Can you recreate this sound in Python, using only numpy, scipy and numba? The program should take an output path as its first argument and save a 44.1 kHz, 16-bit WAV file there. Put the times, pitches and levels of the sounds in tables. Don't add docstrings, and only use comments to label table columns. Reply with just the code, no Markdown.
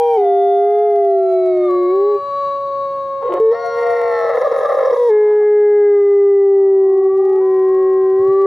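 import sys
import numpy as np
from scipy import signal
from scipy.fft import rfft, irfft
from scipy.io import wavfile
from scipy.ndimage import uniform_filter1d, minimum_filter1d
from numba import njit

SR = 44100
rng = np.random.default_rng(int(sys.argv[2]) if len(sys.argv) > 2 else 0)


def boost_factor(decibels):
    exponent = np.asarray(decibels, float) / 20
    return 10 ** exponent


def dump_mix(stems):
    frames = np.atleast_2d(stems).T
    limited = np.clip(frames, -1, 1)
    pcm = np.round(limited * 32767).astype(np.int16)
    wavfile.write(sys.argv[1], SR, pcm)


N = 373086
OPPOSITE = np.array([[1], [-1]])

# time_s, pitch_hz, level_db, mouth_opening_db
NEAR_HIGH = [(0.0, 477, -13.5, -52.5), (0.12, 470.3, -13, -50.5), (0.165, 451.3, -14.5, -50),
             (0.183, 410.5, -12, -49)]
NEAR_SAG = [(.24, 401, -14, -50), (.33, 395.7, -14, -51), (.56, 399, -14, -52.5), (.72, 412.2, -14, -49.5),
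            (.85, 419, -13.5, -49), (1.3, 375.5, -15, -57), (1.6, 361.5, -14, -48), (1.87, 357.5, -14, -50),
            (1.91, 367.4, -13.5, -47.5)]
NEAR_RISE = [(1.95, 384.5, -13, -58.5), (2.05, 405.7, -12.5, -60), (2.11, 416.2, -13.5, -59)]
NEAR_STOP = [(2.16, 404, -14, -59.5), (2.19, 395, -30, -68.5), (2.23, 388, -54, -66)]
NEAR_CROAK = [(3.285, 366.9, -32, -48.5), (3.32, 345.3, -24.5, -66.5), (3.37, 351.3, -30, -43.5),
              (3.39, 384.6, -16, -50.5)]
NEAR_HOOT = [(3.393, 460, -36, -71), (3.402, 444.4, -10, -56.5), (3.5, 446, -10, -54.5),
             (3.521, 468.3, -12, -40)]
NEAR_SPLIT = [(3.527, 473, -15, -55.5), (3.57, 464.9, -25, -48.5), (3.73, 466.5, -22.5, -54.5),
              (3.79, 472.3, -16.5, -53.5), (3.9, 473.5, -15.5, -56.5), (4.15, 472.5, -16, -53.5),
              (4.3, 467.5, -19, -57), (4.39, 467, -23, -59), (4.94, 472, -33, -62.5)]
NEAR_MEND = [(4.955, 492.8, -23.5, -58), (4.97, 490.4, -15.5, -50), (5.0, 488.2, -12.5, -50),
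             (5.05, 479.9, -11.5, -47.5), (5.082, 474.2, -11, -47), (5.105, 430.5, -7, -43)]
NEAR_LONG = [(5.12, 423.5, -10, -42), (5.6, 417, -10.5, -44), (5.8, 413.3, -10, -44)]
NEAR_DIM = [(6.05, 403.7, -10.5, -43), (6.25, 400.7, -10, -45.5)]
NEAR_LATE = [(6.5, 394.7, -10.5, -52), (6.8, 386.1, -10.5, -52), (7.1, 385.2, -12.5, -50.5),
             (7.55, 378.2, -11.5, -45.5), (8.1, 380.1, -11.5, -48.5), (8.46, 392.5, -11.5, -50)]
# note, second_partial_db, throat_pitch_ratio, treble_above_knee_db
NEAR_HOWLS = [
    [(NEAR_HIGH, 5.8, 1.08, 3.8), (NEAR_SAG, -5.5, 1.001, -10), (NEAR_RISE, -0.64, 1.001, -3),
     (NEAR_STOP, -1, 1.1, -2.5)],
    [(NEAR_CROAK, 7.2, 0.91, -8)],
    [(NEAR_HOOT, -9, 1.001, .1), (NEAR_SPLIT, -9, 0.96, 3)],
    [(NEAR_MEND, 0.92, 1.001, 12), (NEAR_LONG, -7.5, 0.96, -7.5), (NEAR_DIM, -13, 1.001, -8.5),
     (NEAR_LATE, -5, 0.99, -9.5)],
]
# time_s, pitch_hz, level_db, mouth_opening_db
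FAR_HIGH = [(0.0, 801, -17, -22), (0.08, 792, -22, -22.5), (0.155, 780, -18, -19.5), (0.19, 748, -21, -21)]
FAR_SAG = [(.26, 706.7, -16.5, -28.5), (.5, 704.7, -16, -25.5), (.8, 699.7, -17.5, -30),
           (.93, 693, -18.5, -34), (1.06, 686.8, -17.5, -35)]
FAR_SINK = [(1.3, 672.3, -16.5, -28.5), (1.5, 647, -20, -30), (1.59, 621, -22, -31.5)]
FAR_DROP = [(1.65, 607.7, -21.5, -28), (1.68, 593.4, -24.5, -25.5)]
FAR_REED = [(1.7, 566, -28, -26), (1.87, 558.3, -28, -30), (2.15, 564.8, -31, -27.5),
            (2.45, 560.3, -23, -21.5), (2.6, 557.3, -24, -29), (2.85, 553.2, -23, -27),
            (3.2, 547.3, -25, -29.5), (3.38, 544, -32.5, -27.5), (3.43, 550.4, -31.5, -37)]
FAR_DIP = [(3.75, 548, -27.5, -30), (3.93, 544, -29, -38.5), (4.05, 541, -29, -33), (4.2, 542, -31.5, -33)]
FAR_FADE = [(4.3, 540.7, -34, -21.5), (4.9, 540.7, -25.5, -22.5), (4.97, 537.7, -21, -25.5),
            (5.04, 534.4, -26.5, -28), (5.1, 531.8, -35.5, -31)]
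FAR_TAIL = [(5.2, 516.3, -38.5, -37.5), (5.3, 508, -46.5, -33.5), (5.36, 482.5, -50.5, -32),
            (5.41, 457, -42.5, -49.5)]
FAR_SIGH = [(5.395, 404.4, -44.5, -44), (5.43, 375.5, -49, -44.5), (5.47, 391.7, -54, -67)]
FAR_WHINE = [(6.02, 352.4, -64, -64), (6.09, 313.5, -57, -60.5), (6.16, 310.2, -55, -60.5),
             (6.25, 337.1, -49.5, -55), (6.32, 352, -49, -57), (6.39, 353.7, -47.5, -59.5)]
FAR_CLIMB = [(6.43, 322.3, -46, -54.5), (6.5, 312.3, -49.5, -54), (6.6, 309.9, -41.5, -46.5),
             (6.8, 333.5, -45, -44.5), (6.9, 357.7, -32.5, -44), (7.0, 369, -25.5, -43),
             (7.1, 380, -26, -37), (7.38, 421.8, -31, -34), (7.4, 436.6, -30, -36)]
FAR_WAVER = [(7.4, 496, -37.5, -48), (7.46, 509.2, -40, -43), (7.55, 521, -42.5, -40.5),
             (7.605, 511.8, -42.5, -41), (7.72, 538, -44, -38.5), (7.8, 545, -37.5, -38.5),
             (7.97, 534, -40.5, -38), (8.02, 528, -49.5, -37.5)]
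FAR_LIFT = [(8.07, 523, -41, -39.5), (8.165, 517, -46, -39.5), (8.22, 546, -38, -37.5),
            (8.3, 573.5, -40, -32), (8.4, 580, -39.5, -30.5), (8.46, 571, -35.5, -31.5)]
# note, second_partial_db, throat_pitch_ratio, treble_above_knee_db
FAR_HOWLS = [
    [(FAR_HIGH, -36.5, .815, 0.9), (FAR_SAG, -25, .903, .1), (FAR_SINK, -16.5, 1.01, .1),
     (FAR_DROP, -5, .93, .1), (FAR_REED, 3, 1.001, .1), (FAR_DIP, 1.9, 1.001, -.6),
     (FAR_FADE, -9.5, 0.947, -2), (FAR_TAIL, -8, 0.91, -10)],
    [(FAR_SIGH, 5.7, .9, -18)],
    [(FAR_WHINE, -2.5, 0.77, -4), (FAR_CLIMB, -0.57, .92, -12)],
    [(FAR_WAVER, 7.2, 1.1, -14), (FAR_LIFT, 6.2, 1.1, -2.5)],
]
NEAR_MOUTH_SHARE, FAR_MOUTH_SHARE = 0.48, 0.8
KNEE_HZ = 2670
# frequency_hz, level_db
FIRST_THROAT = [(1050, -1), (1250, 0), (1400, -13.5), (1510, -25.5), (1600, -9.5), (1700, -5.5),
                (1850, -12), (2000, 1.5), (2230, 1.5), (2400, -26.5), (3000, -21.5), (3450, -23),
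                (3950, -33), (4350, -16.5), (4800, -28), (5750, -26), (6400, -35), (9000, -48.5),
                (11000, -36.5), (12000, -56)]
# frequency_hz, level_db
NEAR_THROAT = [(1170, 3.5), (1270, -2), (1530.0, -31), (1690.0, 4.5), (1950.0, 0), (2200.0, -0.5),
               (2400.0, -34.5), (3000.0, -28.5), (3700, -20.5), (4100, -32.5), (4600.0, -31), (5300, -26),
               (5800, -26.5), (6100, -39.5), (6600.0, -34), (7500, -44), (11000.0, -36), (12000.0, -57.5)]
# frequency_hz, level_db
FAR_THROAT = [(900, -10.5), (1200, 2.5), (1450, -15), (1700, -28), (2200, -34), (2800, -39), (3400, -45),
              (3900, -27), (4150, -39), (4450, -35), (4700, -52.5), (5600, -54), (6150, -65), (6650, -46),
              (7200, -53.5), (7750, -67), (8350, -53.5), (12000, -62.5)]

# start_s, end_s, rise_s, level_over_idle_db, lower_resonances_db
GAPES = [
    (-.2, 0.152, .1, 30, -9.5),
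    (1.7, 3.45, .6, 9.5, -4),
    (3.474, 5.092, 0.2, 24.5, -3),
    (4.35, 5.098, .3, 4.5, -0.5),
]
AIR_IDLE_DB, GAPE_CLOSE_S = -88, 0.055
WOOD_T60_S, WOOD_ECHO_DB = 0.98, -21.5
# frequency_hz, level_db
WOOD = [(20, -33), (55, -17.5), (80, -4.5), (115, 2), (160, -1.5), (220, -7), (330, -1.5), (700, -4),
        (1200, -17.5), (2000, -26.5), (4000, -32), (8000, -53), (12500, -59.5), (15500, -71.5)]
# time_s, level_db
TRAFFIC = [(0, 1.5), (.9, -4), (1.6, -0.5), (3.2, 2), (5.5, -1), (6.6, -0.5), (7.6, 1), (8.46, 5)]
HUM_DB, DUCK, DUCK_S = -65, 0.54, 0.53
# start_s, peak_db, pitch_hz
KNOCKS = [
    (8.192, -39, 110.2),
    (8.28, -34.5, 131.7),
]
# start_s, length_s, level_db,
# throat_hz
CRACKS = [(1.9, 0.014, -47.5, 1300), (5.22, .17, -42, 680), (4.96, .13, -40.5, 570),
          (7.385, 0.056, -40.5, 970), (6.1, 0.043, -45, 750), (3.2, 0.058, -38, 900)]
CRACK_WIDTH_HZ = 370

# start_s, peak_db, length_s
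CROAK_THROBS = [(3.222, -10, 0.015), (3.24, -6.5, 0.0078), (3.249, -3.5, .01), (3.26, -5.5, 0.013),
                (3.272, -1.5, .015), (3.293, -12, 0.016), (3.311, -9, .018), (3.332, -5, 0.026),
                (3.358, -8.5, 0.029)]
# start_s, peak_db, length_s
THROBS = [(4.241, -5.5, 0.013), (4.265, -10.5, 0.011), (4.286, -5.5, 0.021), (4.309, -7.5, 0.0069),
          (4.328, -11, .046), (4.371, -2, .014), (4.41, -4.5, .016), (4.431, -11, 0.011),
          (4.444, -2, 0.016), (4.467, -6, .014), (4.49, -16.5, 0.0091), (4.512, -3, .014),
          (4.529, -12.5, 0.027), (4.559, -7, 0.011), (4.581, -8, 0.01), (4.605, -6.5, 0.011),
          (4.627, -7, 0.01), (4.644, -4, 0.02), (4.684, -8, .03), (4.718, -5, 0.014), (4.741, -7, 0.012),
          (4.769, -6, 0.0082), (4.782, -8, .014), (4.801, -7, 0.015), (4.824, -4.5, 0.013),
          (4.842, -8.5, 0.024), (4.87, -4.5, 0.015), (4.896, -5.5, 0.016), (4.922, -7, 0.023),
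          (4.958, -5, 0.031)]
THROB_EDGE, THROB_LEAN = 0.38, 1.05
THROB_SAG = .15
# time_s, rate_hz
FOLD = [(3.288, 486.8), (3.305, 175.1), (3.385, 185.5), (3.401, 472.3), (4.199, 506), (4.348, 560.6),
        (4.7, 544.6), (4.95, 493.3)]
FOLD_STRAY = .045
# (time_s, strength_db)
RASPS = [
    (-10, -7, [(3.21, -31.5), (3.235, -14), (3.25, -8), (3.28, -7.5), (3.3, -7), (3.34, -7), (3.38, -10), (3.405, -1)]),
    (-3, -0.5, [(3.51, -27.5), (3.528, -14), (3.55, -46)]),
    (-7, -28.5, [(4.0, -38.5), (4.25, -7.5), (4.37, -3), (4.41, -1), (4.8, 2), (4.95, 3.5), (4.985, -12.5)]),
]
# frequency_hz, width_hz, level_db
CROAK_THROAT = [(490, 270, 0), (860, 280, -5), (1010, 150, -7.5), (1350, 150, -6.5), (2050, 350, -7.5),
                (2500, 250, 0), (2930, 350, -6.5), (3450, 300, -12.5)]
# frequency_hz, width_hz, level_db
RASP_THROAT = [(517, 340, 1.5), (890, 67, -19.5), (1016, 150, -7.5), (1170, 49, 1.5), (1900, 180, -11.5),
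               (2000, 250, -7), (2700, 200, -18), (3300, 140, -11), (3605, 200, -10.5), (3900, 110, -14.5),
               (4500, 160, -15.5), (4900, 120, -13), (5240, 97, -10.5), (5700, 180, -11)]

# time_s, pitch_hz, level_db, roughness_0_to_1, coupling_with_note_db
SPLIT = [(3.522, 645.1, -29.5, .5, -9.5), (3.56, 695.3, -34, .05, 2.5), (3.61, 708, -34, .06, -10.5),
         (3.72, 700.5, -29, 0.07, -9.5), (3.79, 698, -29, 0.05, -0.8), (3.9, 696.5, -30, .05, 1),
         (4.0, 689, -28.5, 0.2, 1.5), (4.1, 681, -29.5, 0.2, 1.8), (4.155, 667.3, -27, .12, 0.9),
         (4.22, 657, -24.5, .35, 1.1), (4.4, 632.3, -18, 0.8, -4), (4.8, 616.6, -19.5, 0.8, -3.7),
         (4.975, 578.5, -20, 0.9, -3.5)]
# note_multiple, second_pitch_multiple, level_db, coupling_share
SPLIT_TONES = [(0, 1, 3, 0.24), (-1, 2, -2.5, 0.73), (0, 2, 0.5, 0.016), (1, 1, -10, 2), (1, 2, -3.5, 0.5),
               (0, 3, -10, 0.48), (-2, 4, -15, 1.6), (-1, 4, -23.5, 1.5), (0, 4, -25.5, 0.52),
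               (3, -1, -8.5, -0.53), (-2, 2, -20.5, 2.1), (-1, 3, -27, 1.2), (2, 3, -47.5, 0.73),
               (1, 4, -32, -0.045), (3, 3, -33, .3), (2, 4, -27, 0.61), (0, 6, -30, -1.1),
               (2, 5, -24.5, -0.47), (0, 8, -32.5, -.9), (2, 6, -38, -0.26), (5, 5, -38, -0.42),
               (-4, 4, -19, 1.6), (3, 1, -24, 0.49), (-1, 7, -31, 1.2), (5, 3, -33, 0.62),
               (3, 6, -37, 0.69), (6, 4, -37, .9), (4, 1, -25, 0.39), (4, 0, -13.5, 1.3),
               (11, 0, -32.5, 0.46), (12, 0, -31, 0.33), (8, 1, -30, 0.54)]
SPLIT_WAVER_DB, ROUGH_DULL_DB = 1.5, 13.5
# time_s, level_db
SPLIT_SWELL = [(3.6, -2), (3.64, 6.5), (3.71, 2.5), (3.809, -9.5), (3.849, 2), (3.931, 5), (3.98, -6),
               (4.02, 1.5), (4.135, 0.5), (4.17, -8.5), (4.21, 0), (4.3, 0)]
# frequency_hz, level_db
POCKET = [(200, -15.5), (320, -4), (420, 3.5), (1400, -2), (1550, -17.5), (1680, -4.5), (2250, 3.5),
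          (2450, -13), (2800, 0.5)]
CHEEK_HZ, CHEEK_WIDTH_HZ, CHEEK_DB = 690, 270, -6


def curve(table):
    s, *columns = np.transpose(table)
    t = np.arange(N) / SR
    since_start = t - s[0] + (s[0] < .01)
    until_end = s[-1] - t + (s[-1] > 8.4)
    gate = np.clip(np.minimum(since_start, until_end) / .008, 0, 1)
    at = np.flatnonzero(gate)
    return slice(at[0], at[-1] + 1), gate[at], [np.interp(t[at], s, c) for c in columns]


def follow(table):
    return np.interp(np.arange(N) / SR, *np.transpose(table))


def walk(n, rate):
    k = int(SR / rate)
    steps = np.repeat(rng.standard_normal(n // k + 2), k)
    return np.sqrt(1.5) * uniform_filter1d(steps, k)[:n]


def colour(x, points):
    hz, db = np.transpose(points)
    f = np.fft.rfftfreq(x.shape[-1], 1 / SR) + 1
    return irfft(rfft(x) * boost_factor(np.interp(np.log(f), np.log(hz), db)), x.shape[-1])


def ring(x, hz, width):
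    b, a = signal.iirpeak(hz, hz / width, SR)
    return signal.lfilter(b, a, signal.lfilter(b, a, x))


def unit(x):
    return x / np.sqrt(np.mean(x ** 2))


def chain(notes, share):
    rows = []
    for note, second_db, ratio, treble_db in notes:
        for s, hz, db, mouth_db in note:
            second = (1 - share) * db + share * mouth_db + second_db
            rows.append((s, hz, ratio, treble_db, db, second, mouth_db))
    return np.array(rows)


def howl(calls, throat, jitter, shimmer_db):
    out, phase = np.zeros(N), np.zeros(N)
    throat_hz, throat_db = np.transpose(throat)
    for call in calls:
        span, gate, (hz, ratio, treble_db, *low_db, mouth_db) = curve(call)
        n = len(hz)
        turn = 2 * np.pi * np.cumsum(hz * (1 + jitter * walk(n, 90))) / SR
        phase[span] = turn
        for k in range(1, int(12000 / hz.mean())):
            if k <= len(low_db):
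                db = low_db[k - 1]
            else:
                db = mouth_db + np.interp(k * hz / ratio, throat_hz, throat_db, right=-120)
                db = db + treble_db * np.clip(k * hz / KNEE_HZ * 4 - 4, 0, 1)
                db = db + shimmer_db * walk(n, 3.01) + 0.33 * walk(n, 70)
            out[span] += np.sqrt(2) * gate * boost_factor(db) * np.sin(k * turn + k * k)
    return out, phase


def air(note_phase):
    t = np.arange(N) / SR
    level_db, low_db = np.zeros(N), np.zeros(N)
    for start, end, rise_s, gape_db, gape_low_db in GAPES:
        gape = np.clip(np.minimum((t - start) / rise_s, (end - t) / GAPE_CLOSE_S + 1), 0, 1)
        level_db += gape_db * gape
        low_db += gape_low_db * gape
    puff = (1 + 0.92 * np.cos(note_phase)) * boost_factor(2.5 * walk(N, 40))
    mid, side = rng.standard_normal((2, N)) * puff
    puffs = colour(mid + 0.63 * side * OPPOSITE, [(11400, 1.5), (12500, -20.5)])
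    low = ring(puffs, 5650, 500) + boost_factor(1.0) * ring(puffs, 3650, 500) + boost_factor(1.5) * ring(puffs, 6500, 500)
    high = ring(puffs, 11000, 630) + boost_factor(-10) * ring(puffs, 9500, 700) + boost_factor(-13.5) * ring(puffs, 8400, 500)
    return boost_factor(AIR_IDLE_DB + level_db) * (high + boost_factor(low_db) * low) / high.std()


def echoes(x):
    t = np.arange(int(1.2 * SR)) / SR
    tail = rng.standard_normal((2, len(t))) * boost_factor(-60 * t / WOOD_T60_S) * np.clip(t / 0.036, 0, 1)
    bark = [(60, -47.5), (250, -19.0), (500, 0.0), (1200, 5.5), (4000, 9.5), (9000, -45.5)]
    mid, side = colour(tail, bark)
    pair = (mid + 0.6 * side * OPPOSITE) / np.sqrt(np.sum(mid ** 2))
    return boost_factor(WOOD_ECHO_DB) * signal.fftconvolve(x[None], pair, axes=1)[:, :N]


def wood(wolves):
    loud_db = 10 * np.log10(uniform_filter1d(wolves ** 2, int(DUCK_S * SR)) + 1e-4)
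    level_db = HUM_DB - DUCK * loud_db + follow(TRAFFIC)
    mid, side = colour(rng.standard_normal((2, N)), WOOD)
    bed = (mid + boost_factor(-14.0) * side * OPPOSITE) / mid.std() * boost_factor(level_db + 6.5 + 1.0 * walk(N, 1.1))
    t = np.arange(int(.08 * SR)) / SR
    swell = np.sin(np.pi * t / t[-1]) * np.exp(-t / 0.0097) * 10.0
    for s, db, hz in KNOCKS:
        bed[:, int(s * SR):][:, :len(t)] += boost_factor(db) * swell * np.sin(2 * np.pi * hz * t)
    return bed


def cracks():
    out = np.zeros(N)
    for s, length_s, db, hz in CRACKS:
        n = int(length_s * SR)
        noise = unit(ring(rng.standard_normal(n), hz, CRACK_WIDTH_HZ))
        out[int(s * SR):][:n] += boost_factor(db + 3.7 * walk(n, 80)) * np.hanning(n) * noise
    return out


def throbs():
    out, sag = np.zeros(N), np.ones(N)
    for s, db, length_s in list(CROAK_THROBS) + list(THROBS):
        n = int(length_s * SR)
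        part = np.arange(n) / n
        out[int(s * SR):][:n] += boost_factor(db) * np.abs(np.sin(np.pi * part ** THROB_LEAN)) ** (2 * THROB_EDGE)
        sag[int(s * SR):][:n] = 1 + THROB_SAG * (.5 - part)
    return out, sag


def rasp(burst, sag):
    out = np.zeros(N)
    rate_hz = follow(FOLD) * (1 + FOLD_STRAY * walk(N, 45)) * sag
    for (upper_db, between_db, effort), throat in zip(RASPS, (CROAK_THROAT, RASP_THROAT, RASP_THROAT)):
        span, gate, (strength_db,) = curve(effort)
        n = len(gate)
        turn = 2 * np.pi * np.cumsum(rate_hz[span] * (1 + .022 * walk(n, 260))) / SR
        slow = 520 / rate_hz[span]
        snap = np.exp(2.5 * slow ** 2 * (np.cos(turn) - 1)) * slow
        snap = unit(snap * boost_factor(1.6 * walk(n, 300)) * (1 + .13 * rng.standard_normal(n)))
        folds = (snap - uniform_filter1d(snap, SR // 50)) * (burst[span] + boost_factor(between_db))
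        low = sum(boost_factor(db) * ring(folds, hz, width) for hz, width, db in throat[:2])
        high = sum(boost_factor(db) * ring(folds, hz, width) for hz, width, db in throat[2:])
        out[span] += gate * boost_factor(strength_db - 5.0) * (low + boost_factor(upper_db + 12) * high)
    return out


def split_voice(note_phase, burst):
    out = np.zeros(N)
    span, gate, (hz, level_db, rough, coupling_db) = curve(SPLIT)
    n_samples = len(hz)
    rough = np.clip(rough, 0, 1)
    turn = 2 * np.pi * np.cumsum(hz * (1 + 0.054 * rough * walk(n_samples, 260))) / SR
    gate = gate * (1 - rough + rough * (0.032 + 0.55 * burst[span]))
    for m, n, tone_db, share in SPLIT_TONES:
        db = level_db + tone_db + share * coupling_db + SPLIT_WAVER_DB * walk(n_samples, 12)
        if m + n > 4:
            db = db - ROUGH_DULL_DB * rough
        if m == 0 and n == 1:
            db = db + follow(SPLIT_SWELL)[span]
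        out[span] += np.sqrt(2) * gate * boost_factor(db) * np.sin(m * note_phase[span] + n * turn)
    return out


def place(x, pan_db, bounce, late_s):
    late = np.r_[np.zeros(int(late_s * SR)), x][:N]
    return x * boost_factor(pan_db * OPPOSITE / 2) + bounce * late * OPPOSITE


def scene():
    first_call = [chain(NEAR_HOWLS[0], NEAR_MOUTH_SHARE)]
    later_calls = [chain(c, NEAR_MOUTH_SHARE) for c in NEAR_HOWLS[1:]]
    far_calls = [chain(c, FAR_MOUTH_SHARE) for c in FAR_HOWLS]
    first, first_phase = howl(first_call, FIRST_THROAT, jitter=.001, shimmer_db=1.5)
    later, later_phase = howl(later_calls, NEAR_THROAT, jitter=.001, shimmer_db=1.2)
    phase = first_phase + later_phase
    far, _ = howl(far_calls, FAR_THROAT, jitter=.0015, shimmer_db=1.3)
    far = far + cracks()
    burst, sag = throbs()
    rough = colour(rasp(burst, sag) + split_voice(phase, burst), POCKET)
    near = first + later + rough
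    wolves = place(near, pan_db=.5, bounce=0.018, late_s=0.00071)
    wolves = wolves + place(far, pan_db=1.64, bounce=0.15, late_s=0.00086)
    wolves = wolves + boost_factor(CHEEK_DB) * ring(rough, CHEEK_HZ, CHEEK_WIDTH_HZ) * OPPOSITE
    return wolves + air(phase) + echoes(near + boost_factor(2.0) * far) + wood(near + far)


@njit
def gain_steps(peak, top, release, margin):
    gain, held = np.ones(len(peak)), peak[:400].max()
    for i in range(1, len(peak) - 1):
        held = max(held * release, top)
        if peak[i] > margin * held and peak[i] > peak[i + 1]:
            held = peak[i]
        gain[i] = np.sqrt(top / held)
    return gain


def band_limit(x):
    return signal.sosfilt(signal.butter(12, 15830, fs=SR, output="sos"), x)


def record(dry):
    peak, k = np.abs(dry).max(axis=0), int(0.0032 * SR)
    ceiling = uniform_filter1d(minimum_filter1d(np.minimum(1, .52 / (peak + 1e-9)), k), k)
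    steps = gain_steps(peak * ceiling, .27, np.exp(-1 / (.25 * SR)), 1.011)
    steps = steps / uniform_filter1d(steps, int(.04 * SR))
    stop = np.clip((N - np.arange(N)) / (.001 * SR), 0, 1)
    return band_limit(ceiling * steps * stop * dry)


dry = scene()
out = record(dry)
dump_mix(out)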